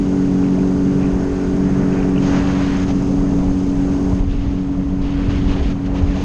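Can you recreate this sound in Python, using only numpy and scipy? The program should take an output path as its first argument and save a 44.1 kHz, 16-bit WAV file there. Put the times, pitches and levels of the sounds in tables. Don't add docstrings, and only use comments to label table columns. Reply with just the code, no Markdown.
import sys
import numpy as np
from scipy import signal
from scipy.fft import rfft, irfft
from scipy.io import wavfile
from scipy.ndimage import uniform_filter1d

SR = 44100
rng = np.random.default_rng(int(sys.argv[2]) if len(sys.argv) > 2 else 0)


def put_to_file(sound):
    columns = np.atleast_2d(sound).T
    safe = np.clip(columns, -1, 1)
    whole_steps = np.round(safe * 32767)
    wavfile.write(sys.argv[1], SR, whole_steps.astype(np.int16))


N = 275184
TIME_S = np.arange(N) / SR

# (time [s], second crank order [dB], third crank order [dB], airborne orders [dB])
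DRONE_LEVELS = [(0, -22, -15.5, -34.5), (.1, -19.5, -17, -26.5), (.4, -18.5, -17.5, -27),
                (.7, -18.5, -17, -26), (1.1, -18, -18, -27), (1.35, -26.5, -22, -24.5),
                (1.67, -16.5, -18, -26), (1.95, -20, -20, -24.5), (2.15, -17.5, -16.5, -24.5),
                (2.65, -22, -18.5, -31), (3.3, -19.5, -19, -32), (3.7, -22, -18.5, -34.5),
                (4.03, -22.5, -17.5, -28), (4.12, -21, -19, -34), (4.22, -29, -25, -39),
                (4.65, -25, -21.5, -42), (5.1, -28, -21, -39), (5.45, -22, -21, -36),
                (5.6, -26.5, -25, -32), (5.77, -25, -22, -39), (6.03, -26.5, -21.5, -34),
                (6.24, -25, -25, -47)]
# (multiple of cycle rate, level re slow trend of second crank order [dB])
LOW_ORDERS = [(3, -8), (5, -17)]
# (multiple of cycle rate, level re airborne level [dB])
AIR_ORDERS = [(8, -2), (9, -4.5), (10, -17), (12, -19.5), (13, -24), (14, -16.5), (16, -23.5), (17, -24),
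              (19, -25), (20, -26), (25, -28)]
# (time [s], exhaust roar [dB], hull wash [dB])
RUSH_LEVELS = [(0, -37, -47.5), (.6, -34.5, -47), (.9, -36.5, -47), (1.2, -33.5, -43), (1.5, -37.5, -45.5),
               (1.95, -33, -40), (2.2, -35, -43.5), (2.95, -35, -47), (3.4, -32, -47.5), (3.55, -37, -49),
               (4.12, -33, -47), (4.25, -38, -52), (4.9, -39, -50.5), (5.7, -36.5, -50), (5.84, -40.5, -48),
               (5.93, -32, -46), (6.24, -38.5, -51)]
# (time [s], level [dB])
WIND_LEVELS = [(0.0, -23), (0.19, -27), (0.59, -27.5), (1.18, -24.5), (1.51, -24.5), (2.22, -23.5),
               (2.83, -22.5), (3.18, -27), (3.34, -19), (3.67, -23), (4.31, -20), (4.5, -19), (4.69, -24.5),
               (5.47, -17.5), (5.7, -20), (5.87, -23), (6.07, -18.5), (6.24, -22)]
# (start [s], length [s], spray [dB],
# then re spray: low roar [dB], wash [dB], hiss [dB])
SPLASHES = [(1.873, 0.2, -54, 12, 1, 1), (2.202, 0.11, -42, 12.5, 1, -1), (2.27, .2, -41.5, 13.5, 7, -1.5),
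            (2.442, 0.2, -42, 11, 4, -4), (2.59, 0.18, -41.5, -5, 4, -8), (2.724, .14, -44.5, 5, 7.5, -0.5),
            (2.858, 0.075, -43, 10, -2, -2), (2.92, 0.23, -58, 6, -1, 8), (3.425, .035, -57, 24, 0, -3),
            (4.17, .06, -51, 10, -2, -13), (4.273, 0.2, -48.5, 0, -5, -12), (4.436, .2, -53.5, 0, -9, -6),
            (4.996, 0.18, -47, 5, -0.5, -16), (5.15, .15, -45, 4, 2, -16), (5.27, 0.14, -42, 0, 1.5, -12),
            (5.375, 0.17, -45.5, 1, -0.5, -10), (5.465, 0.16, -41.5, 5, 1, -15),
            (5.601, 0.14, -42.5, 0, -3, -12), (5.838, 0.054, -48, -1, 0, -9),
            (5.933, 0.085, -43.5, 6, -3, -8), (5.996, 0.074, -49, 15, 0, -4), (6.047, 0.13, -46, 1, 1, -7),
            (6.135, .2, -42.5, 10.5, -2, -5.5)]
# (peak time [s], envelope peak [dB], pitch [Hz])
RATTLES = [(0.44, -33, 2520), (0.455, -34, 2200), (0.4654, -36, 2300), (0.5317, -41, 2660),
           (0.592, -31, 2410), (0.9926, -35, 2460), (1.0151, -35, 2650), (1.033, -30, 2340),
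           (1.04, -34, 2400), (1.058, -32, 2500), (1.0804, -38, 2730), (1.9275, -27, 2640),
           (1.975, -32, 2380), (2.003, -28, 2360), (2.03, -28, 2660), (2.162, -29, 2660),
           (2.1806, -24, 2840)]
# (peak time [s], envelope peak [dB], pitch [Hz], bell time constant [s])
THUMPS = [(0.779, -17, 87, 0.016), (1.149, -14.5, 57, 0.026), (2.639, -16.5, 58, 0.028),
          (3.199, -13, 37.7, 0.026), (3.499, -12, 26.7, 0.021), (3.759, -15, 26.9, 0.018),
          (3.929, -17, 80, 0.023), (4.139, -8.5, 94, 0.01), (4.209, -7.5, 35.0, 0.014),
          (4.279, -9, 80.7, 0.011), (4.309, -11.5, 35.0, 0.021), (4.389, -16.5, 37.7, 0.037),
          (4.879, -15, 58, 0.016), (5.019, -9.5, 32.8, 0.016), (5.289, -9.5, 94.2, 0.01),
          (5.469, -7, 55, 0.015), (5.499, -17, 26.7, 0.016), (5.619, -9, 59.7, 0.012),
          (5.679, -12, 50.5, 0.027), (5.939, -18, 48, 0.046), (6.039, -3, 76.5, 0.011),
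          (6.099, -14, 43.1, 0.022)]

# (frequency [Hz], relative spectral density [dB per Hz])
RUMBLE_COLOUR = [(70, -17), (120, -0.5), (165, -4.5), (215, 2), (260, -0.5), (310, -7), (450, -14),
                 (600, -38)]
CASING_COLOUR = [(1000, -18.5), (1120, -5), (1160, -2.5), (1210, -17.5), (1330, -10), (1450, 1.5),
                 (1540, -2), (1700, -26.5)]
ROAR_COLOUR = [(150, -18.5), (330, -2.5), (500, 1), (900, -5.5), (1300, -14), (2000, -37)]
WASH_COLOUR = [(600, -23.5), (1000, 2.5), (1450, 1), (1800, 1), (2400, -6), (3200, -21.5)]
SPRAY_COLOUR = [(1000, -20.5), (1900, -0.5), (2800, 4), (3600, -1.5), (5000, -6.5), (7000, -19.5),
                (9000, -31), (12000, -54)]
HISS_COLOUR = [(3000, -19), (4300, -8.5), (4800, -3.5), (5700, -5.5), (6200, -2.5), (6500, 2), (6800, -6.5),
               (7500, -18), (9000, -38)]
FIZZ_COLOUR = [(6500, -19), (7500, -2), (9300, -10), (10200, -17.5), (11000, -15), (12000, -29)]
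BUFFET_COLOUR = [(10, -7), (22, -0.5), (50, 1), (90, -2.5), (130, -6.5), (250, -12.5), (500, -30)]
CHATTER_COLOUR = [(1700, -26), (2100, -6), (2500, 4), (2900, -6.5), (3400, -29)]

CYCLE_HZ = 46.63
TURN_S, TURN_LASTS_S = 4.15, 0.1
SPRAY_DB, HISS_DB, FIZZ_DB = -51.5, -49.5, -62.5
SPRAY_SHADE_DB, HISS_SHADE_DB, FIZZ_SHADE_DB = -3, -8, -8.5
SPLASH_RISE_S, SPLASH_FALL_S, SPLASH_SAG_DB_PER_S = 0.029, 0.025, -7
SPLASH_FIZZ_DB = -29
TICK_S = 0.0012
EDGE_HZ = 12000
WANDER_RATE_HZ = 200


def gain_of(db):
    return 10 ** (np.asarray(db) / 20)


def summed_db(*levels_db):
    return 10 * np.log10(sum(gain_of(db) ** 2 for db in levels_db))


def evened(x):
    return x / np.sqrt(np.mean(x ** 2) + 1e-20)


def curves(rows):
    times_s, *columns = np.transpose(rows)
    return [np.interp(TIME_S, times_s, column) for column in columns]


def wander(top_hz):
    count = int(N / SR * WANDER_RATE_HZ) + 2
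    spectrum = rfft(rng.standard_normal(count))
    below_top = np.fft.rfftfreq(count, 1 / WANDER_RATE_HZ) < top_hz
    slow = irfft(spectrum * below_top, count)
    return np.interp(TIME_S * WANDER_RATE_HZ, np.arange(count), evened(slow))


def noise(colour, size, patchy_db, flicker_db, band_hz):
    frames, hz = 4 * N // size + 5, np.fft.rfftfreq(size, 1 / SR)
    real, imag, patches = rng.standard_normal((frames, len(hz), 3)).T
    patches = uniform_filter1d(patches, size=size // 64, axis=0)
    patches = evened(uniform_filter1d(patches, size=5, axis=1))
    flicker = evened(uniform_filter1d(rng.standard_normal(frames), size=3))

    colour_hz, colour_db = np.transpose(colour)
    shape = gain_of(np.interp(np.log(hz + 1), np.log(colour_hz), colour_db, -90, -90))
    modulation = gain_of(patchy_db * patches + flicker_db * flicker)
    spectra = (real + 1j * imag) * shape[:, None] * modulation
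    sound = evened(signal.istft(spectra, nperseg=size, noverlap=size - size // 4)[1][:N])
    inside = (hz > band_hz[0]) & (hz < band_hz[1])
    return sound * np.sqrt((shape ** 2).sum() / (shape[inside] ** 2).sum())


def bursts(rows):
    half = SR // 10
    out, t_s = np.zeros(N + SR), (np.arange(SR // 5) - half) / SR
    phases = rng.random((len(rows), 1))
    for (peak_s, db, hz, bell_s), phase in zip(rows, phases):
        bell = gain_of(db) * np.exp(-(t_s / bell_s) ** 2)
        swing = bell * np.cos(2 * np.pi * (hz * t_s + phase))
        out[round(peak_s * SR) - half:][:len(t_s)] += swing
    return out[:N]


def turned():
    return np.clip((TIME_S - TURN_S) / TURN_LASTS_S, 0, 1)


def order(multiple, cycles, waver_db):
    phase_waver = 0.11 * waver_db * wander(14)
    angle = 2 * np.pi * (multiple * cycles + rng.random()) + phase_waver
    return np.sqrt(2) * np.sin(angle) * gain_of(waver_db * wander(18))


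def orders(rows, cycles, waver_db):
    return sum(gain_of(db) * order(multiple, cycles, waver_db) for multiple, db in rows)


def engine(cycles):
    second_db, third_db, air_db = curves(DRONE_LEVELS)
    flutter_db = (0.39 + 2.2 * turned()) * wander(11)
    second_gain = gain_of(second_db + flutter_db)
    third_gain = gain_of(third_db + 0.37 * wander(5))
    strong = second_gain * order(4, cycles, 1.3) + third_gain * order(6, cycles, 0.6)

    low = orders(LOW_ORDERS, cycles, 1.4)
    rumble = gain_of(-4.0) * noise(RUMBLE_COLOUR, 2048, 0.97, 1.0, (100, 400))
    load_db = uniform_filter1d(second_db, size=SR // 4)

    air = orders(AIR_ORDERS, cycles, 1.1)
    casing = gain_of(-20.0) * noise(CASING_COLOUR, 2048, 2.0, 0.4, (1000, 1700))
    air_flutter_db = (0.46 + 1.3 * turned()) * wander(8.8)
    return strong + (low + rumble) * gain_of(load_db) + (air + casing) * gain_of(air_db + air_flutter_db)


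def rush(cycles):
    roar_db, wash_db = curves(RUSH_LEVELS)
    surge = wander(14)
    splash_db, low_db, body_db, high_db = splashes() + 0.52 * surge
    roar_db = summed_db(roar_db + 0.6 * wander(14), low_db)
    wash_db = summed_db(wash_db + 0.5 * wander(6), body_db)
    spray_db = summed_db(SPRAY_DB + SPRAY_SHADE_DB * turned() + 0.53 * surge, splash_db)
    hiss_db = summed_db(HISS_DB + HISS_SHADE_DB * turned() + 0.17 * surge, high_db)
    fizz_db = summed_db(FIZZ_DB + FIZZ_SHADE_DB * turned(), splash_db + SPLASH_FIZZ_DB)

    throb = np.cos(4 * np.pi * cycles) + 0.7 * np.cos(6 * np.pi * cycles)
    roar = noise(ROAR_COLOUR, 1024, 0.9, 0.6, (480, 1100)) * (1 + 0.07 * throb)
    wash = noise(WASH_COLOUR, 512, 0.95, 0.46, (1300, 2000))
    spray = noise(SPRAY_COLOUR, 256, 1.0, 0.61, (2900, 4400))
    hiss = noise(HISS_COLOUR, 256, 1.1, 0.7, (5000, 7200)) * (1 + 0.035 * throb)
    fizz = noise(FIZZ_COLOUR, 256, 1.4, 0.6, (7800, 11000))
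    water = gain_of(wash_db) * wash + gain_of(spray_db) * spray + gain_of(fizz_db) * fizz
    return gain_of(roar_db) * roar + gain_of(hiss_db) * hiss + water


def wind():
    level_db, = curves(WIND_LEVELS)
    eddies = noise(BUFFET_COLOUR, 4096, 0.31, 0.25, (20, 120))
    power = uniform_filter1d(eddies ** 2, size=SR // 8)
    eddies = eddies / (power + 0.033) ** 0.08
    return gain_of(level_db) * eddies + bursts(THUMPS)


def rattles():
    ticks = bursts([(*row, TICK_S) for row in RATTLES])
    power = uniform_filter1d(uniform_filter1d(ticks ** 2, size=1100), size=700)
    chatter = noise(CHATTER_COLOUR, 256, 1.1, 2.0, (1700, 3400))
    return ticks + gain_of(-3.5) * np.sqrt(abs(power)) * chatter


def splashes():
    power = np.full((4, N), 1e-12)
    for start_s, length_s, db, *against_db in SPLASHES:
        t_s = TIME_S - start_s
        shape = np.clip(np.minimum(t_s / SPLASH_RISE_S, (length_s - t_s) / SPLASH_FALL_S), 0, 1)
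        spray = shape * gain_of(db + SPLASH_SAG_DB_PER_S * np.clip(t_s, 0, length_s))
        power = power + (gain_of([0, *against_db])[:, None] * spray) ** 2
    return 10 * np.log10(power)


def scene():
    cycles = CYCLE_HZ * TIME_S + 0.021 * wander(1.5)
    return (engine(cycles) + rush(cycles) + wind() + rattles())[None]


def record(dry):
    squeezed = 0.82 * np.tanh(dry / 0.92)
    lowpass = signal.firwin(511, EDGE_HZ, window=("kaiser", 9), fs=SR)
    return signal.oaconvolve(squeezed, lowpass[None], "same")


dry = scene()
out = record(dry)
put_to_file(out)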